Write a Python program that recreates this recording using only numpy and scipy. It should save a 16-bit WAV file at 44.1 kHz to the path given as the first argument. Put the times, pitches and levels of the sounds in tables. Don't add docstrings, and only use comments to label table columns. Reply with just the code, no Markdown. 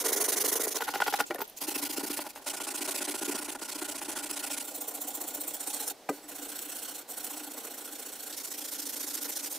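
import sys
import numpy as np
from scipy import signal
from scipy.fft import rfft, irfft, next_fast_len
from scipy.io import wavfile
from scipy.ndimage import uniform_filter1d

SR = 44100
rng = np.random.default_rng(int(sys.argv[2]) if len(sys.argv) > 2 else 0)


def nominal_scale(level):
    x = np.asarray(level, float) / 20
    return 10 ** x


def int16_out(signal):
    q = np.round(np.clip(np.atleast_2d(signal).T, -1, 1) * 32767)
    wavfile.write(sys.argv[1], SR, q.astype(np.int16))


N = 422474
SECONDS = np.arange(N) / SR

SPOTS = [
    0,
    .785,
    1.55,
    2.44,
    4.62,
    5.58,
    6.05,
    8.31,
]
BRUSH_SPOT, EDGE_SPOT = 4, 7


def hand():
    # start in seconds, count of push-and-pull cycles, grit in dB, trunk in dB.
    paper_runs = [(.037, 4, -30.5, -32), (.356, 3, -30.5, -35), (.591, 1, -31.5, -35),
                  (.664, 1, -35, -40.5), (.799, 2, -39.5, -31), (.932, 1, -40.5, -28), (0.997, 2, -40, -30),
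                  (1.122, 1, -37, -27), (1.603, 1, -36.5, -41), (1.665, 2, -34.5, -40.5),
                  (1.812, 1, -34, -39.5), (1.886, 1, -36.5, -43), (1.957, 3, -36.5, -40),
                  (2.162, 1, -36.5, -40), (2.456, 1, -35, -40), (2.527, 3, -39.5, -43),
                  (2.734, 2, -37, -40), (2.872, 3, -34, -39.5), (3.068, 1, -36, -39),
                  (3.137, 2, -37.5, -43), (3.273, 2, -36, -37), (3.406, 2, -39.5, -42.5),
                  (3.609, 3, -39.5, -44.5), (3.806, 3, -39.5, -41), (4.006, 1, -40.5, -44.5),
                  (4.077, 2, -38, -40), (4.22, 3, -39.5, -42), (4.422, 2, -37, -42), (4.562, 1, -37, -43.5)]
    # start in seconds, count of cycles, grit in dB.
    brush_runs = [(4.668, 5, -41.5), (4.998, 5, -40), (5.329, 1, -39), (5.393, 2, -39.5), (5.53, 1, -40),
                  (5.59, 1, -40.5), (5.659, 3, -37), (5.856, 1, -35.5), (6.274, 2, -45.5),
                  (6.409, 2, -42.5), (6.546, 1, -41), (6.608, 3, -41.5), (6.811, 2, -41), (6.936, 1, -42.5),
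                  (7.159, 1, -41), (7.225, 3, -40), (7.423, 1, -44.5), (7.493, 1, -45), (7.56, 2, -43),
                  (7.695, 3, -44), (7.907, 1, -44), (7.977, 1, -43), (8.047, 2, -44), (8.182, 2, -43.5),
                  (8.361, 2, -39.5), (8.498, 2, -39.5), (8.636, 5, -38.5), (8.99, 2, -37.5),
                  (9.129, 5, -36), (9.494, 1, -37)]
    # start in seconds, grit in dB, place of top speed 0-1, trunk in dB.
    paper_touches = [(0, -33.5, 0, -35.5), (.74, -33.5, 0.94, -34), (.775, -40, .29, -42),
                     (1.184, -35, .63, -25), (1.217, -48, 0.37, -42), (1.241, -53, 0.6, -61),
                     (1.3, -50, 0.3, -35), (1.338, -53, 0.26, -41), (1.376, -52, 0.8, -40),
                     (1.4, -45.5, 0.47, -40.5), (1.44, -53, 0.3, -62), (1.467, -56.5, .27, -72),
                     (1.562, -50.5, 0.3, -64), (2.235, -48, 0.67, -44), (2.283, -48.5, 0.45, -57),
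                     (2.324, -57, .46, -60), (2.35, -51, 0.34, -53), (2.411, -53.5, 0.6, -52),
                     (2.438, -53.5, .6, -60), (3.543, -44.5, 0.58, -40.5), (3.566, -60, .5, -57),
                     (3.586, -49, 0.5, -54)]
    # start in seconds, grit in dB, place of top speed 0-1.
    brush_touches = [(4.622, -43, 0.3), (4.636, -44.5, 0.5), (5.929, -69, 0.3), (6.089, -45, 0),
                     (6.115, -53.5, 0.4), (6.219, -54.5, 0.6), (7.008, -49.5, 0.3), (7.037, -62, 0.44),
                     (7.069, -42.5, 0.68), (7.128, -46, 0.44), (8.325, -41, 0.3)]
    # share of the push 0-1, place of top speed in push 0-1 and in pull 0-1,
    # how much softer the pull is in grit dB and in trunk dB.
    gait = [(.49, .56, 0.44, 0.7, 2), (0.48, 0.61, 0.46, 2.5, 11.5), (0.47, 0.63, 0.44, 3, 3.5),
            (0.5, 0.61, 0.47, 1.3, 3.5), (0.59, 0.51, 0.3, 4.5, -2.5), (0.52, 0.56, 0.3, 3, 2),
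            (0.54, 0.55, 0.41, 2, 0.1), (0.49, 0.64, 0.45, 2.5, 1.3)]
    uneven_db, uneven_place = 0.65, 0.057

    runs = np.array(paper_runs + [(*row, 0) for row in brush_runs])
    rows = paper_touches + [(*row, 0) for row in brush_touches]
    starts = np.sort([row[0] for row in rows] + list(runs[:, 0]) + [N / SR])
    for s, count, *_ in runs:
        cycle = (starts[starts > s][0] - s) / round(count)
        share, push, pull, grit_loss_db, trunk_loss_db = gait[np.searchsorted(SPOTS, s) - 1]
        for start in s + cycle * np.arange(round(count)):
            grit_db = np.interp(start, runs[:, 0], runs[:, 2])
            trunk_db = np.interp(start, runs[:, 0], runs[:, 3])
            rows.append((start, grit_db, push, trunk_db))
            rows.append((start + share * cycle, grit_db - grit_loss_db, pull, trunk_db - trunk_loss_db))
    rows = np.array(sorted(rows))
    chance = rng.standard_normal(rows.shape) * [0, uneven_db, uneven_place, 1.84 * uneven_db]
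    return (rows + chance).T


TURNS, GRIT_DB, PLACE, TRUNK_DB = hand()
TURNS = np.r_[0, TURNS[1:]]
PAPER_STROKES = np.searchsorted(TURNS, SPOTS[BRUSH_SPOT])


def by_tool(paper, brush):
    return np.repeat([paper, brush], [PAPER_STROKES, len(TURNS) - PAPER_STROKES])


def strokes(level_db, turn_db, lean_db, skew, point):
    k = np.searchsorted(TURNS, SECONDS, side="right") - 1
    done = (SECONDS - TURNS[k]) / np.diff(TURNS, append=N / SR)[k]
    top = np.clip(.5 + skew * (PLACE[k] - .5), .08, .92)
    rise_and_fall = np.clip(np.minimum(done / top, (1 - done) / (1 - top)), 0, 1)
    arc = np.sin(np.pi / 2 * rise_and_fall) ** point[k]
    own_stop_db = level_db - turn_db - lean_db * (PLACE - .5)
    stop_db = np.minimum(own_stop_db, np.roll(level_db, 1) - 9.0)
    turn = np.interp(SECONDS, TURNS, nominal_scale(stop_db))
    return turn + (nominal_scale(level_db)[k] - turn) * arc


def at_hz(points, hz):
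    return np.interp(np.log(hz + 1), np.log(np.array(points)[:, 0]), np.array(points)[:, 1])


def resonance(x, hz, width):
    r = np.exp(-np.pi * width / SR)
    top = np.array([1, 0, -1]) * (1 - r * r) / 2
    return signal.lfilter(top, [1, -2 * r * np.cos(2 * np.pi * hz / SR), r * r], x, axis=-1)


def decaying(x, t60):
    return signal.lfilter([1], [1, -nominal_scale(-60 / (t60 * SR))], x)


def grains(per_s, spread_db, channels):
    sizes = nominal_scale(spread_db * np.minimum(rng.exponential(1, (channels, N)), 5))
    draw = rng.uniform(-1, 1, (channels, N))
    shower = sizes * np.sign(draw) * (abs(draw) < per_s / SR)
    return shower / shower.std()


def clicks(events):
    out, rows = np.zeros(N), np.array(events)
    out[(rows[:, 0] * SR).astype(int)] = nominal_scale(rows[:, 1])
    return out


def coloured(x, spectrum, tilt_db=0, ripple_db=0):
    size = next_fast_len(x.shape[1])
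    hz = np.arange(size // 2 + 1) * SR / size
    ripple = np.interp(hz, np.linspace(0, SR / 2, num=60), rng.standard_normal(60))
    gain = nominal_scale(at_hz(spectrum, hz) + tilt_db * np.log2((hz + 1) / 8000) + ripple_db * ripple)
    gain = gain / np.sqrt(np.mean(gain ** 2 * (hz > 3000) * (hz < 15000)))
    return irfft(rfft(x, size) * gain, size)[:, :x.shape[1]]


def yard():
    # frequency in Hz, density in dB per Hz.
    spectrum = [(140, -13), (290, -1.5), (750, -2.5), (1300, -13.5), (5000, -15.5), (8000, -19),
                (15000, -22)]
    wash = coloured(rng.standard_normal((2, N)), spectrum)
    return nominal_scale(-54.5 - 1.9 * (SECONDS < SPOTS[BRUSH_SPOT])) * wash / wash.std()


def squeak():
    # start in seconds, end in seconds, frequency in Hz, level in dB.
    whistle = (5.668, 5.712, 9370, -38)
    start, end, hz, db = whistle
    swell = np.sin(np.pi * np.clip((SECONDS - start) / (end - start), 0, 1))
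    return nominal_scale(db) * swell * np.sin(2 * np.pi * hz * SECONDS) * [[1], [.3]]


def flicks():
    # start in seconds, peak in dB, frequency in Hz, t60 in seconds.
    crinkles = [(1.262, -37.5, 7300, .1), (1.3461, -27, 13200, .015), (1.358, -34, 11000, .015),
                (1.3895, -31, 12400, .025), (1.406, -32, 13000, .02), (1.4144, -24, 14800, .06),
                (1.4768, -36, 12200, .03), (1.4965, -35, 11800, .025), (1.5706, -35, 6750, 0.072),
                (1.576, -34, 13500, .04), (1.613, -29, 11500, 0.045)]
    # time in seconds, peak in dB.
    bristle_flicks = [(4.6924, -40), (4.7624, -30), (4.8189, -29), (4.8853, -27), (4.9506, -34),
                      (5.019, -27), (5.0848, -27), (5.1527, -27), (5.2165, -29), (5.2854, -32),
                      (5.3497, -28), (5.4146, -27), (5.4819, -27), (5.5428, -28)]
    lead_s, width_hz = .007, 1400
    bursts = crinkles + [(s - lead_s, db - .5, 14700, .08) for s, db in bristle_flicks]
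    out, t = np.zeros((2, N)), np.arange(SR // 10) / SR
    for s, db, hz, t60 in bursts:
        noise = rng.standard_normal((2, len(t)))
        burst = resonance(resonance(noise, hz, width_hz), hz, 2 * width_hz)
        envelope = nominal_scale(db - 4.0 - 60 * t / t60) * np.minimum(t / t60 / .06, 1)
        out[:, int(s * SR):int(s * SR) + len(t)] += burst / burst.std() * envelope
    return out


def thud():
    # start in seconds, frequency in Hz, t60 in seconds, level in dB.
    drop_rings = [(6.0915, 774, 0.026, -19.5), (6.0915, 974, 0.041, -28), (6.0905, 1230, 0.052, -27),
                  (6.0903, 1564, 0.059, -33.5), (6.0915, 2400, 0.033, -33.5), (6.097, 286, 0.12, -26.5),
                  (6.097, 416, .09, -34), (6.096, 523, 0.078, -29), (6.098, 1990, .1, -43.5),
                  (6.0888, 2020, 0.01, -30), (6.104, 415, .03, -24.5), (6.114, 573, 0.044, -33),
                  (6.132, 390, .05, -38), (6.135, 1500, .08, -51)]
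    # start in seconds, frequency in Hz, t60 in seconds,
    # level in dB.
    rap_rings = [(.889, 1440, .05, -30), (.956, 800, .06, -26), (1.019, 1460, 0.053, -20.5),
                 (1.079, 808, .08, -27), (1.08, 1440, 0.051, -29), (1.139, 813, 0.063, -25),
                 (1.203, 820, 0.056, -18), (1.302, 358, .12, -30.5), (1.307, 600, .06, -26.5),
                 (1.308, 1890, 0.032, -28.5), (1.308, 2890, .02, -33), (1.312, 2300, .03, -32),
                 (1.316, 330, .1, -35), (1.347, 704, .05, -30.5), (1.358, 1800, .04, -36),
                 (1.36, 560, 0.065, -35), (1.391, 480, .04, -32), (1.401, 795, 0.037, -33),
                 (1.417, 900, 0.046, -28), (1.419, 421, 0.065, -32)]
    out = np.zeros(N)
    for s, hz, t60, db in drop_rings + rap_rings:
        since = SECONDS - s
        decay = nominal_scale(db - 60 * np.abs(since) / t60)
        out += decay * np.sin(2 * np.pi * hz * np.maximum(since, 0)) * (since > 0)
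    return out


def trunk():
    # frequency in Hz, width in Hz.
    modes = [(165, 56), (230, 76), (293, 21.9), (385, 54), (460, 56), (600, 74), (715, 77), (815, 61),
             (1010, 186), (1435, 62), (1950, 260)]
    # one spot, a gain in dB per mode in their order.
    coupling = [(-30, -18.5, -4.5, -2.5, -1, -9, -9.5, -10, -13, -11, -17),
                (-23, -17.5, -7.5, -8.5, -8, -16, -14, -2.5, -12, -4, -14),
                (-18.5, -14.5, 1, -8.5, -14, -12, -14.5, -6.5, -14, -10.5, -22),
                (-20.5, -12.5, 0, -7.5, -13, -9, -12, -6, -13, -6, -18.5),
                (-20, -23, 1.5, -12.5, -6.5, -8, -7, -4, -14.5, -10.5, -24),
                (-21, -20, 0, -11.5, -5, -10, -6, -1, -13.5, -20, -22.5),
                (-19.5, -14.5, 1.5, -13, -7.5, -12, -9.5, -7.5, -16, -12, -20.5),
                (-24, -18.5, 1.5, -13.5, -10, -14.5, -20, -12, -17, -12, -25)]
    # time in seconds, trunk in dB.
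    brush_drum = [(4.63, -48), (5.9, -48), (6.3, -45), (6.55, -50), (6.9, -52), (7.35, -47), (7.7, -47),
                  (8.3, -51.5), (9.58, -50.5)]
    # time in seconds, peak in dB, boom in dB.
    knocks = [(0.806, -20.5, -53), (0.821, -20.5, -44), (0.872, -31, -45), (0.889, -20, -40),
              (0.938, -20, -40), (0.956, -17, -35), (1.002, -17, -36), (1.02, -13.5, -45),
              (1.063, -18.5, -38), (1.079, -16, -36), (1.125, -22, -36), (1.139, -13, -39),
              (1.189, -22, -36), (1.203, -12.5, -39), (1.307, -23, -33), (1.346, -32, -39),
              (1.384, -30, -40), (1.405, -24.5, -36), (1.417, -25, -38), (2.19, -20.5, -42),
              (2.265, -27.5, -48), (2.299, -40, -60), (2.359, -29.5, -57), (2.374, -32.5, -56),
              (2.464, -27, -57), (4.176, -28.5, -44)]
    # time in seconds, peak in dB, boom in dB.
    bites = [(1.614, -33, -45), (1.681, -39, -36), (1.759, -30, -37.5), (1.826, -40, -41),
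             (1.895, -46, -39), (1.978, -38, -36), (2.031, -36, -33.5), (2.099, -32, -33),
             (2.534, -26.5, -54), (2.602, -27.5, -42), (2.669, -27, -41), (2.741, -34, -39),
             (2.807, -33, -39), (2.876, -36, -38), (2.94, -32, -41), (3.006, -27, -38), (3.074, -32, -38.5),
             (3.141, -26, -38), (3.211, -32, -36), (3.226, -36, -34), (3.277, -37, -33), (3.291, -34, -32),
             (3.344, -39, -33.5), (3.416, -43, -52), (3.482, -29, -41), (3.55, -28, -46),
             (3.617, -31, -38.5), (3.685, -39, -51), (3.752, -47, -41), (3.817, -27.5, -39),
             (3.946, -36, -44), (4.016, -28, -48), (4.081, -39.5, -39), (4.295, -34, -47),
             (4.501, -30, -67), (4.567, -37, -51)]
    # time in seconds, peak in dB.
    slat_slaps = [(0.041, -29), (0.069, -28), (0.118, -23.5), (0.161, -27), (0.2, -26.5), (0.229, -26.5),
                  (0.28, -24), (0.32, -28.5), (0.36, -25.5), (0.399, -31), (0.44, -22.5), (0.477, -27),
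                  (0.517, -26.5), (0.554, -26.5), (0.595, -23.5), (0.631, -28.5), (0.669, -22),
                  (0.707, -34), (0.745, -29)]
    low_modes = 5

    brush_db = np.interp(TURNS, *np.transpose(brush_drum)) + 3.3 + 0.65 * (GRIT_DB + 42.5)
    level_db = TRUNK_DB + np.where(by_tool(True, False), 2.0, brush_db)
    level_db = level_db - 6.5 * (TURNS > SPOTS[1]) * (TURNS < 1.45) - 3.0 * (TURNS < SPOTS[1])
    push = strokes(level_db, by_tool(6.6, 7.1), lean_db=11.0, skew=1.0, point=by_tool(1.06, 1.3))
    scrape = grains(per_s=3000, spread_db=1.5, channels=1)[0] * push

    slaps = nominal_scale(22.0) * clicks(slat_slaps)
    hits = np.array(knocks + bites)
    boom = slaps + nominal_scale(32.0) * clicks(hits[:, [0, 2]])
    rap = slaps + nominal_scale(18.5) * clicks(hits)
    boom, rap = scrape + signal.lfilter([.11], [1, -.89], [boom, rap])

    spot = np.searchsorted(SPOTS, SECONDS, side="right") - 1
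    stroke = np.searchsorted(TURNS, SECONDS, side="right") - 1
    gains = nominal_scale(coupling)
    gains = gains / np.sqrt(gains ** 2 @ np.array(modes)[:, 1:] * np.pi / SR)
    lie = nominal_scale(1.5 * rng.standard_normal((len(TURNS), len(modes))))
    lie[(TURNS > 2.2) & (TURNS < 2.52), :low_modes] *= nominal_scale(-6.0)
    box = np.zeros(N)
    for k, (hz, width) in enumerate(modes):
        drive = boom if k < low_modes else rap
        box += (-1) ** k * resonance(drive * gains[spot, k] * lie[stroke, k], hz, width)

    rattle = decaying(clicks(hits), 0.045) * rng.standard_normal(N)
    box += nominal_scale(-3.5) * resonance(resonance(rattle, 640, 1130), 1000, 1500)
    box += nominal_scale(-6.0) * resonance(rattle, 1930, 1630)
    return np.array([box, np.roll(box, int(0.036 * SR))])


def rubbing():
    # time in seconds, peak in dB.
    sprays = [(0.0473, -24), (0.1306, -9), (0.162, -15.5), (0.2109, -17), (0.2428, -16), (0.2877, -10.5),
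              (0.3217, -21), (0.3696, -23), (0.4055, -24), (0.4484, -12), (0.4843, -24), (0.5287, -16),
              (0.605, -19), (0.6355, -14), (0.68, -11), (0.7567, -19), (4.3114, -11), (4.5131, -22),
              (4.583, -19), (4.6894, -28), (4.7644, -31), (4.8189, -27), (4.8838, -24), (4.9494, -34),
              (5.0185, -30), (5.0848, -29), (5.1522, -24), (5.2165, -28), (5.2854, -39), (5.3497, -27),
              (5.4146, -23), (5.4814, -25), (5.5474, -37), (5.6072, -24), (5.6735, -25), (5.878, -14),
              (5.899, -21), (7.1736, -26), (7.2444, -17), (8.3729, -26), (8.4422, -35), (8.516, -23),
              (8.6852, -25), (8.7171, -26), (8.8947, -18), (8.964, -22), (9.2913, -31), (9.3616, -25),
              (9.4379, -34)]
    # time in seconds,
    # peak in dB.
    snaps = [(1.3468, -26), (1.5874, -30), (2.24, -30), (2.268, -27), (2.306, -29), (6.0905, -41),
             (6.097, -24), (6.592, -19.5), (7.2675, -26), (8.8558, -24), (9.1775, -22), (5.2165, -23),
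             (1.307, -33)]
    # time in seconds, peak in dB.
    ticks = [(0.1306, -17), (0.3217, -20), (0.4484, -16), (0.5287, -18), (1.0725, -21), (2.1021, -25),
             (2.172, -24), (2.8779, -21), (3.2859, -20)]

    level_db = GRIT_DB + by_tool(2.13, 1.44) - 3.1 * (GRIT_DB < -54)
    edge = TURNS > SPOTS[EDGE_SPOT]
    turn_db, point = by_tool(24.2, 7.7) + 5.1 * edge, by_tool(1.24, 2.06) - 0.84 * edge
    speed = strokes(level_db - 1.0 * edge, turn_db, lean_db=28, skew=2.15, point=point)
    shower = grains(per_s=21000, spread_db=3.0, channels=2)

    wet = (SECONDS > SPOTS[BRUSH_SPOT]) * (SECONDS < SPOTS[EDGE_SPOT])
    drag = 0.3 * (uniform_filter1d(speed, int(.066 * SR)) - speed) * wet
    dragging = signal.lfilter(*signal.butter(2, 5500, fs=SR), shower * drag)

    at_corner = (SECONDS > SPOTS[BRUSH_SPOT]) * (SECONDS < SPOTS[BRUSH_SPOT + 1])
    spray = decaying(clicks(sprays), 0.023) * nominal_scale(-20.5 + 2.4 * at_corner)
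    spraying = signal.lfilter([1, -.55], [1], shower * spray)
    snapping = (clicks(snaps) + clicks(ticks) * nominal_scale(0.5)) * nominal_scale(5.0) * [[1], [.4]]
    return shower * speed + spraying + dragging + snapping


def grit():
    # frequency in Hz, density in dB per Hz.
    slat = [(940, -16), (1900, -6), (2510, -10), (5000, -7), (6240, -0.5), (7630, -6), (9980, -1),
            (15800, -7)]
    rivets = [(1530, -39), (2600, -5), (6530, -7), (8640, -10.5), (10900, -6), (15800, -9)]
    corner = [(1060, -29), (1800, -8.5), (2660, -1.5), (3720, -6.5), (4270, -2), (6970, -5), (10200, -1),
              (15800, -5)]
    border = [(1150, -26), (2500, -2), (3700, -6), (6900, -4), (7700, -1.5), (10900, -2), (11500, -7.5),
              (15800, -9.5)]
    wet_corner = [(1000, -36), (1700, -17.5), (3500, -11), (5000, -13), (6500, -10), (7280, -6),
                  (10600, -7), (14900, -8)]
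    plate = [(880, -31), (1500, -5.5), (1790, -15), (4220, -8.5), (4700, -11), (8660, -3), (15800, -8)]
    face = [(880, -33), (1500, -3.5), (1950, -15.5), (3000, -6.5), (4750, -10.5), (8500, -5), (10600, -6.5),
            (15600, -5.5)]
    edge = [(880, -37), (1500, -9.5), (2600, -11), (3200, -7.5), (6000, -4), (9400, -5), (10500, -6.5),
            (15800, -9.5)]
    # frequency in Hz, width in Hz, level in dB at the wet corner, on the face, at the edge.
    brass = [(4400, 170, -4, 2.5, -18), (5690, 130, -1, 1, -4), (7230, 120, 2.5, -2, -8),
             (7900, 60, 1, 7.5, -13), (8600, 280, -4.5, -4, -18), (9460, 91, -12, -4, 5.5),
             (10000, 150, -3, -4, -12), (11650, 300, -7, -2.5, 2), (13100, 200, -17, -10, -6),
             (13400, 2300, -30, -28, -5), (14600, 340, -11, -12, -19), (15100, 190, -4, -11, -14)]
    # frequency in Hz, width in Hz, depth 0-1 at the wet corner,
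    # on the face, at the edge.
    shadows = [(4750, 400, 0.8, .75, 0.11), (10500, 700, 0.3, .2, 0.4)]
    sideways = [-.05, .3, .2, .1, 0.01, -.05, -0.012, 0.035]

    spectra = [slat, rivets, corner, border, wet_corner, plate, face, edge]
    rub = rubbing()
    bounds = np.append(np.ceil(TURNS * SR), N).astype(int)
    spot = np.searchsorted(SPOTS, TURNS + .015) - 1
    tilt_db = by_tool(0.76, 7.4) * (PLACE - .5)
    pieces = []
    for start, end, k, tilt in zip(bounds, bounds[1:], spot, tilt_db):
        pieces.append(coloured(rub[:, start:end], spectra[k], tilt, ripple_db=2.5))
    out = np.hstack(pieces)

    brush_on = bounds[PAPER_STROKES]
    brushed = out[:, brush_on:]
    lie = np.searchsorted(SPOTS[6:], np.arange(brush_on, N) / SR)
    brushed += sum(nominal_scale(np.array(db))[lie] * resonance(brushed, hz, width) for hz, width, *db in brass)
    for hz, width, *depth in shadows:
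        brushed -= np.array(depth)[lie] * resonance(brushed, hz, width)

    slat_end = bounds[np.searchsorted(spot, 1)]
    out[:, :slat_end] -= 0.54 * resonance(out[:, :slat_end], 2560, 250)
    out[1] += np.repeat(np.array(sideways)[spot], np.diff(bounds)) * out[0]
    return out


def scene():
    # frequency in Hz, left-right likeness 0-1.
    likeness = [(140, .86), (260, .97), (1500, .972), (2400, .91), (6000, .6), (15000, .56)]
    # frequency in Hz, left minus right in dB.
    lean = [(2000, 0), (4000, -2), (8000, -3.6), (15000, -1.5)]
    size = next_fast_len(N)
    mix = yard() + squeak() + flicks() + thud() * [[1], [.3]] + trunk() + grit()
    mid, side = rfft(mix, size)
    hz = np.arange(size // 2 + 1) * SR / size
    alike = np.clip(at_hz(likeness, hz), 0, .999)
    half_lean_db = at_hz(lean, hz) / 2
    side = side * np.sqrt((1 - alike) / (1 + alike))
    return irfft([(mid + side) * nominal_scale(half_lean_db), (mid - side) * nominal_scale(-half_lean_db)], size)[:, :N]


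def top_cut(x):
    return signal.sosfilt(signal.butter(12, 16530, fs=SR, output="sos"), x)


def record(dry):
    thin = signal.sosfilt(signal.butter(3, 205, "high", fs=SR, output="sos"), dry)
    gusts_db = np.interp(np.arange(N), np.linspace(0, N, num=40), rng.standard_normal(40))
    rumble_db = -56.5 + 3.5 * gusts_db + 3.4 * (SECONDS < SPOTS[BRUSH_SPOT])
    noise = rng.standard_normal(N) + 0.27 * rng.standard_normal((2, N))
    rumble = nominal_scale(rumble_db) * signal.lfilter([.03], [1, -.97], noise)
    cut = signal.sosfilt(signal.cheby2(20, 55, 15920, fs=SR, output="sos"), thin + rumble)
    return top_cut(cut)


dry = scene()
out = record(dry)
int16_out(out)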